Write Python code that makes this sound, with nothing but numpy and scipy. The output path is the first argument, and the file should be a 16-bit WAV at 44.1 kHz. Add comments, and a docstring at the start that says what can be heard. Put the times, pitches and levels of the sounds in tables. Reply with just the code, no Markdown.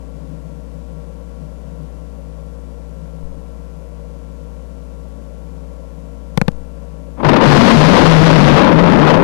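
"""Mains hum, a fan, a compressor and faint air at an outdoor camera at night, with one soft low thump.
Three lightning strokes snap in; under a second later thunder cracks, rolls and booms in the housing.
Hum and motors are stacked sines; air, roll and crackle are coloured noise; booms are gliding sines.
Strokes are damped swings with a reverse spike. All of it meets in one amplifier that flattens the peaks.
Tape adds hiss and grain; the left channel carries the sound and the right only a trace."""
import sys
import numpy as np
from scipy import signal
from scipy.fft import rfft, irfft, next_fast_len
from scipy.io import wavfile
from scipy.ndimage import uniform_filter1d, map_coordinates

SR = 44100
rng = np.random.default_rng(int(sys.argv[2]) if len(sys.argv) > 2 else 0)


def inscribe(sig):
    """Save sig as 16-bit PCM at rate SR to the path in sys.argv[1].

    A 1-D sig is mono; a 2-D sig holds one channel per row.
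    Samples are clipped to [-1, 1] before scaling.
    """
    pcm = np.round(np.clip(np.atleast_2d(sig).T, -1, 1) * 32767)
    wavfile.write(sys.argv[1], SR, pcm.astype(np.int16))


N = 407063

# Steady tones of mains, compressor and fan. Each row: multiple of the base rate, rms level in dB.
MAINS_TONES = [(1, -29), (2, -55), (3, -64), (5, -58), (7, -55.5), (11, -75), (13, -63.5)]
COMPRESSOR_TONES = [(3, -45.5), (5, -54), (8, -45), (16, -61.5), (19, -59), (23, -59), (24, -69.5),
                    (25, -70)]
FAN_TONES = [(3, -39), (4, -47), (5, -46), (7, -61)]
MAINS_HZ, COMPRESSOR_HZ, FAN_HZ = 59.97, 59.21, 53.45
# Brief sag in tape speed that bends the hum. Each row: time in seconds, relative speed.
TAPE_SPEED = [(3.21, 1), (3.25, .979), (3.32, .978), (3.38, .989), (3.65, 1)]
# Filter on the sharp edges of the mains buzz. Each row: frequency in Hz, relative gain in dB.
BUZZ_COLOUR = [(900, -39), (1800, -0.5), (2500, -1), (4000, -3.5), (6700, 5.5), (9000, -10), (12500, -15)]
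# Strength of the spikes leaking from each supply phase. Each entry: relative level in dB.
PHASE_LEAK = [0, -8, -11]

# Colours of the steady air and of the hollow housing. Each row: frequency in Hz, relative dB per Hz.
AIR_COLOUR = [(30, -25), (100, -18), (130, -18), (155, -0.5), (200, -7), (340, -13), (440, -14), (540, -3),
              (620, -9), (720, -18), (860, -20.5), (1010, -17), (1160, -24), (1250, -28), (1560, -27.5),
              (1900, -32), (2600, -33), (2920, -33), (3150, -35.5), (4000, -36.5), (12500, -46)]
HOUSING_COLOUR = [(60, -56), (120, -41), (148, 3.0), (168, 4.5), (205, -13), (240, -6.0), (280, -9.5),
                  (330, -14), (450, -44.0)]
# Gusts sounding the housing. Each row: start in seconds, hold in seconds, level in dB.
GUSTS = [(0.122, 0.23, -30.5), (0.442, 0.57, -36.5), (1.25, 0.046, -35), (1.392, 0.058, -31),
         (1.642, 0.071, -34), (1.78, 0.062, -31), (3.0, 0.037, -38), (3.288, 0.092, -37)]
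CALM_DB, GUST_RISE_S, GUST_FALL_S = -54.5, 0.026, 0.067  # the draught between gusts; a gust's slopes
DRONE_HZ, DRONE_WAVER, DRONE_DB = 158.4, 0.048, 2  # pitch, unsteadiness (share), level over the housing noise

THUMP_S = 3.226

# Lightning strokes. Each row: start in seconds, kick in dB, swing pitch in Hz, reverse spike in dB,
# spike delay in seconds, spike width in seconds, static in dB.
STROKES = [(6.3752, 37, 160, 33.5, .00078, .00008, 11), (6.41493, 35, 164.5, 37.5, .0004, .00013, 4),
           (6.48138, 38, 168, 36.8, .000425, .000087, -7)]
STATIC_DECAY_S = .0009
# Small sparks before, between and after the strokes. Each row: start in seconds, hold in seconds, level in dB.
SPARKS = [(6.3738, .002, -20), (6.3912, .0012, -41), (6.517, .0006, -36)]
SPARK_RISE_S, SPARK_FALL_S = 0.00032, .0008
# Colours of the strokes' static and the sparks' spit. Each row: frequency in Hz, relative dB per Hz.
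STATIC_COLOUR = [(300, -5), (1600, 8), (4000, 3.5), (13000, -5)]
SPIT_COLOUR = [(300, -2), (2500, -2), (8000, 1), (12500, -1), (15000, -22)]
# Filter on static reaching the cable. Each row: frequency in Hz, gain in dB.
CABLE_COLOUR = [(1500, 6), (6000, 3.5), (12000, 5), (15000, -22)]

# Force of the thunder: a faint forerunner, a first peal, then the main peal and its long fall.
# Each row: time in seconds, level in dB.
FORCE = [(7.17, -35), (7.2, -21), (7.226, -20), (7.234, -13), (7.258, -4), (7.35, 0.5), (7.4, -7),
         (7.48, 20), (7.66, 28), (8.1, 19), (8.48, 12.5), (8.7, 0), (8.9, 1), (9.08, 3), (9.22, -4)]
# Colours of the low roll, the crackle and the bright edge of the nearest shock fronts.
# Each row: frequency in Hz, relative dB per Hz.
ROLL_COLOUR = [(30, -17.5), (70, -18), (120, -11), (185, -2), (225, -1), (275, -1.5), (330, -4), (390, -11),
               (600, -48.5)]
CRACK_COLOUR = [(200, -18), (400, -3), (500, 1.5), (590, 1), (700, -8), (850, -5.5), (1020, -3.5),
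                (1250, -13.5), (2000, -22.5), (3500, -29.5), (6000, -67)]
SNAP_COLOUR = [(600, -16.5), (950, 4.5), (1250, -0.5), (2500, -11.5), (4700, -15.5), (5600, -39)]
ROLL_DB, CRACK_DB, RUMBLE_SWAY_DB = .5, -2.5, 0.43  # levels over the force, and their sway
SNAP_FROM_S, SNAP_DB, SNAP_FADE_DB_PER_S = 7.229, -8, 12  # breaks in with the first peal, then fades
# Claps, dense volleys of shock fronts. Each row: start in seconds, hold in seconds, dB over the force.
CLAPS = [(7.175, .007, 2), (7.198, .01, 3.5), (7.232, 0.0033, 3.5), (7.246, .01, 6), (7.265, 0.004, 7),
         (7.285, 0.012, 14), (7.328, 0.013, 4.5), (7.359, .012, 7), (7.409, 0.014, 10.5), (7.434, .0077, 6),
         (7.511, 0.021, 4), (7.559, 0.011, 1), (7.668, 0.038, 3.5), (7.727, 0.0089, 0.5),
         (7.785, 0.0092, 1), (7.812, 0.0078, 3), (7.838, 0.016, 2), (7.893, 0.016, 5.5), (7.93, 0.063, 5),
         (8.045, 0.027, 6.5), (8.107, 0.017, 2.5), (8.255, 0.027, 6), (8.299, 0.019, 4), (8.373, 0.032, -2),
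         (8.424, 0.059, 2.5), (8.535, .1, 2.5), (8.658, 0.052, -3), (8.716, .012, 0.5), (8.757, .01, -3),
         (8.784, 0.015, 2.5), (8.843, 0.032, 0), (8.912, 0.024, 1.5), (8.977, 0.018, -4), (9.02, 0.014, -4),
         (9.063, .047, 5.5), (9.133, 0.021, 0.5)]
CLAP_RISE, CLAP_FALL = 0.33, 0.29  # shares of the clap's hold
# Filter on single shock fronts. Each row: frequency in Hz, relative gain in dB.
FRONT_COLOUR = [(150, -14.5), (450, 0), (1000, 0.5), (2500, -12.5), (4200, -22.5), (5400, -50)]
FRONTS_PER_S, FRONT_SPREAD_DB, FRONT_DB = 250, 5, -6.5  # average rate, spread of size, level in the crackle
# Booms of the housing. Each row: start in seconds, hold in seconds, starting pitch in Hz,
# glide in Hz per second, dB over the force.
BOOMS = [(7.227, .05, 160.1, -180, 6), (7.442, 0.098, 157, -110, 6.5), (7.546, 0.062, 199.9, 100, 1),
         (7.559, 0.189, 236, -70, 1.5), (7.615, 0.047, 165, 201, 0), (7.725, .15, 147.9, 90, 4.5),
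         (7.869, 0.061, 184.9, 150, -2.5), (8.022, 0.31, 157, 15, 7), (8.346, 0.191, 145, 30, 3.5),
         (8.368, 0.045, 190.3, 0, 0.5), (8.685, 0.21, 165, 45.5, 2), (8.93, 0.064, 156, 0, 0),
         (9.02, 0.16, 150.1, 100, 0)]
BOOM_RISE_S, BOOM_FALL_S = 0.0453, .04
BOOM_WAVER, BOOM_FLUTTER_DB = .04, 2.0  # unsteadiness of pitch (share) and level

# Response after the overloaded amplifier. Each row: frequency in Hz, gain in dB.
RESPONSE = [(1000, 0), (3000, -3), (5000, -6), (6300, -10), (7800, -14.5), (11500, -21.5), (14000, -57)]
# Colour of the sizzle on flattened waves. Each row: frequency in Hz, relative dB per Hz.
SIZZLE_COLOUR = [(600, 4.5), (1500, 4.5), (4000, 3), (5300, -1.0), (6300, -6), (7800, -16), (12000, -21.5),
                 (13500, -50)]
# Colours of the tape's edge-riding grain and its hiss. Each row: frequency in Hz, relative dB per Hz.
TAPE_GRAIN = [(200, -4), (1500, 2.5), (4500, 4), (6300, -27), (7800, -14), (12500, -12.5), (14200, -30)]
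HISS_COLOUR = [(1000, -4), (5000, 2.5), (7500, 7.0), (12800, 2), (13800, -25)]
# Filter that picks out sharp edges for the grain. Each row: frequency in Hz, gain in dB.
EDGE_COLOUR = [(700, -62), (1500, -30), (3000, -1.0)]
TOP_HZ = 15000


def amp(db):
    """Decibels to gain."""
    return 10 ** (np.asarray(db) / 20)


def unit(x):
    """Scale to rms 1."""
    return x / np.sqrt(np.mean(x ** 2) + 1e-20)


def curves(rows):
    """One value per sample for each column after the time."""
    s, *cols = np.transpose(rows)
    return [np.interp(np.arange(N) / SR, s, c) for c in cols]


def wobble(rate):
    """A smooth random curve, rate knots a second."""
    knots = rng.standard_normal(int(N * rate / SR) + 4)
    return map_coordinates(knots, [np.arange(N) * rate / SR])


def filtered(x, response):
    """x times a response of frequency."""
    m = next_fast_len(N + SR // 2)
    return irfft(rfft(x, m) * response(np.fft.rfftfreq(m, 1 / SR)), m)[..., :N]


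def coloured(x, points):
    """x through a spectrum of (Hz, dB) points on a log axis."""
    f, db = np.transpose(points)
    return filtered(x, lambda hz: amp(np.interp(np.log(hz + 1), np.log(f + 1), db)))


def noise(points):
    """Coloured noise of rms 1."""
    return unit(coloured(rng.standard_normal(N), points))


def swell(s, length, rise, fall):
    """An envelope that rises from time s, holds until s + length and dies away."""
    t = np.arange(N) / SR - s
    return np.clip(t / rise, 0, 1) * np.exp(-np.clip((t - length) / fall, 0, 50))


def burst(s, decay):
    """An envelope that jumps up at time s and dies away."""
    t = np.arange(N) / SR - s
    return (t >= 0) * np.exp(-np.clip(t / decay, 0, 50))


def tones(orders, turns, waver_db):
    """Multiples of a rotation, each wavering a little in level."""
    total = 0
    for order, db in orders:
        level = np.sqrt(2) * amp(db + waver_db * wobble(5))
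        total = total + level * np.sin(2 * np.pi * (round(order) * turns + rng.random()))
    return total


def air():
    """A steady rush of noise; gusts swell at the hollow resonances of the housing and draw a note from it."""
    draught = amp(CALM_DB)
    for s, length, db in GUSTS:
        draught = draught + amp(db) * swell(s, length, GUST_RISE_S, GUST_FALL_S)
    drone_turns = DRONE_HZ * np.cumsum(1 + DRONE_WAVER * wobble(40)) / SR
    drone = np.sqrt(2) * np.sin(2 * np.pi * drone_turns)
    hollow = unit(noise(HOUSING_COLOUR) + amp(DRONE_DB) * drone)
    return amp(-38.5) * noise(AIR_COLOUR) + draught * hollow


def buzz(clock):
    """Each of the three supply phases leaks one spike per half cycle, alternating in sign."""
    edges = 0
    for k, db in enumerate(PHASE_LEAK):
        phase = MAINS_HZ * clock + k / len(PHASE_LEAK)
        edges = edges + amp(db) * np.tanh(150 * np.sin(2 * np.pi * phase))
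    spikes = np.diff(edges, prepend=edges[0])
    return amp(-54.5) * unit(coloured(spikes, BUZZ_COLOUR))


def hum():
    """Mains hum with its thin buzz, and two motors turning below mains speed."""
    speed = curves(TAPE_SPEED)[0] + 0.00062 * wobble(24.97)  # tape flutter bends these tones together
    clock = np.cumsum(speed) / SR
    fan_turns = FAN_HZ * (clock + np.cumsum(0.00358 * wobble(1.987)) / SR)  # the fan also drifts
    fan = tones(FAN_TONES, fan_turns, waver_db=2.04)
    compressor = tones(COMPRESSOR_TONES, COMPRESSOR_HZ * clock, waver_db=1)
    return tones(MAINS_TONES, MAINS_HZ * clock, waver_db=0.5) + buzz(clock) + fan + compressor


def low_thump(thump_hz=8, decay=0.11, db=-19):
    """A slow, dying low swing."""
    t = np.maximum(np.arange(N) / SR - THUMP_S, 0)
    return -amp(db) * np.sin(2 * np.pi * thump_hz * t) * burst(THUMP_S, decay)


def sparks():
    """Lightning static as noise bursts about a millisecond long, and the small sparks around them."""
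    strokes = sum(amp(db) * burst(s, STATIC_DECAY_S) for s, *_, db in STROKES)
    small = sum(amp(db) * swell(s, length, SPARK_RISE_S, SPARK_FALL_S) for s, length, db in SPARKS)
    return noise(STATIC_COLOUR) * strokes + noise(SPIT_COLOUR) * small


def swings(ring_decay=0.0019, after_hz=195, after_db=-24, after_decay=0.011,
           offset=0.66, settle=0.032, recover=0.055):
    """Each stroke: a hard damped swing, one reverse spike, a weak after-ring and a slowly settling offset."""
    out = np.zeros(N)
    for s, kick_db, hz, spike_db, delay, width, _ in STROKES:
        t = np.arange(N) / SR - s
        out -= amp(kick_db) * np.cos(2 * np.pi * hz * t) * burst(s, ring_decay)
        out += amp(spike_db) * np.exp(-np.minimum(((t - delay) / width) ** 2, 50))
        out -= amp(after_db) * np.cos(2 * np.pi * after_hz * t) * burst(s, after_decay)
        # the opposite slow tail balances the offset's area
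        out += offset * (burst(s, settle) - settle / recover * burst(s, recover))
    return out


def booms():
    """The housing booms in spells, each on its own gliding, wavering pitch."""
    t = np.arange(N) / SR
    clock = np.cumsum(1 + BOOM_WAVER * wobble(60)) / SR
    spells = 0
    for s, length, hz, glide, db in BOOMS:
        turns = hz * clock + glide * (t - s) ** 2 / 2 + rng.random()
        spells = spells + amp(db) * swell(s, length, BOOM_RISE_S, BOOM_FALL_S) * np.sin(2 * np.pi * turns)
    return np.sqrt(2) * spells * unit(amp(BOOM_FLUTTER_DB * wobble(45)))


def fronts():
    """Single shock fronts of uneven size and either sign at random moments, rms 1."""
    arrives = rng.random(N) < FRONTS_PER_S / SR
    size = amp(FRONT_SPREAD_DB * np.clip(rng.standard_normal(N), -2, 2))
    sign = np.sign(rng.standard_normal(N))
    return unit(coloured(arrives * size * sign, FRONT_COLOUR))


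def crackle():
    """A ragged crackle of shock fronts that flares in claps."""
    age = np.arange(N) / SR - SNAP_FROM_S
    # later fronts come from farther off and are duller
    snap_level = (age > 0) * amp(SNAP_DB - SNAP_FADE_DB_PER_S * np.maximum(age, 0))
    texture = amp(-1.36) * noise(CRACK_COLOUR) + snap_level * noise(SNAP_COLOUR)
    texture = texture + amp(FRONT_DB) * (age > 0) * fronts()
    clumps = unit(amp(1.88 * wobble(160)))
    claps = sum(amp(db) * swell(s, length, CLAP_RISE * length, CLAP_FALL * length)
                for s, length, db in CLAPS)
    steady = amp(CRACK_DB + RUMBLE_SWAY_DB * wobble(18))
    return np.hypot(steady, claps) * texture * clumps


def thunder():
    """One force drives a low roll, the booming housing and the crackle of shock fronts."""
    t = np.arange(N) / SR
    force = amp(curves(FORCE)[0]) * (t > FORCE[0][0])
    roll = amp(ROLL_DB + RUMBLE_SWAY_DB * wobble(18)) * noise(ROLL_COLOUR)
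    return force * (roll + booms() + crackle())


def sizzle(drive, db=-35.5, growth=0.41):
    """A fine sizzle that follows the thunder's drive, growing slowly once the drive is strong."""
    strength = np.sqrt(np.abs(uniform_filter1d(drive ** 2, size=900)))
    return amp(db) * np.tanh(strength) ** 2 * strength ** growth * noise(SIZZLE_COLOUR)


def overload(x, rail=0.61, knee=7):
    """The amplifier flattens both half waves at its rails and rounds their edges."""
    fine = signal.resample_poly(x, 2, 1)  # double rate to lessen aliasing
    flattened = fine / (1 + np.abs(fine / rail) ** knee) ** (1 / knee)
    return coloured(signal.resample_poly(flattened, 1, 2), RESPONSE)


def scene():
    """Everything meets in one amplifier; a little static also reaches the cable behind it."""
    static, peal = sparks(), thunder()
    line = overload(hum() + air() + low_thump() + swings() + static + peal)
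    on_cable = amp(-18) * coloured(np.tanh(static), CABLE_COLOUR)
    return (line + on_cable + sizzle(peal))[None]


def band_limit(hz):
    """The steep upper edge of the recorder's band."""
    return 1 / (1 + (hz / TOP_HZ) ** 50)


def record(dry):
    """Tape adds hiss and a grain that follows sharp edges; left holds the sound, right a trace."""
    line = dry[0]
    edges = coloured(line, EDGE_COLOUR)
    sharpness = np.sqrt(np.abs(uniform_filter1d(edges ** 2, size=110)))
    grain = amp(-12) * sharpness * noise(TAPE_GRAIN)
    hiss = amp(-60.0) * noise(HISS_COLOUR)
    left_right = amp([[0], [-52]])
    return filtered((line + grain + hiss) * left_right, band_limit)


dry = scene()
out = record(dry)
inscribe(out)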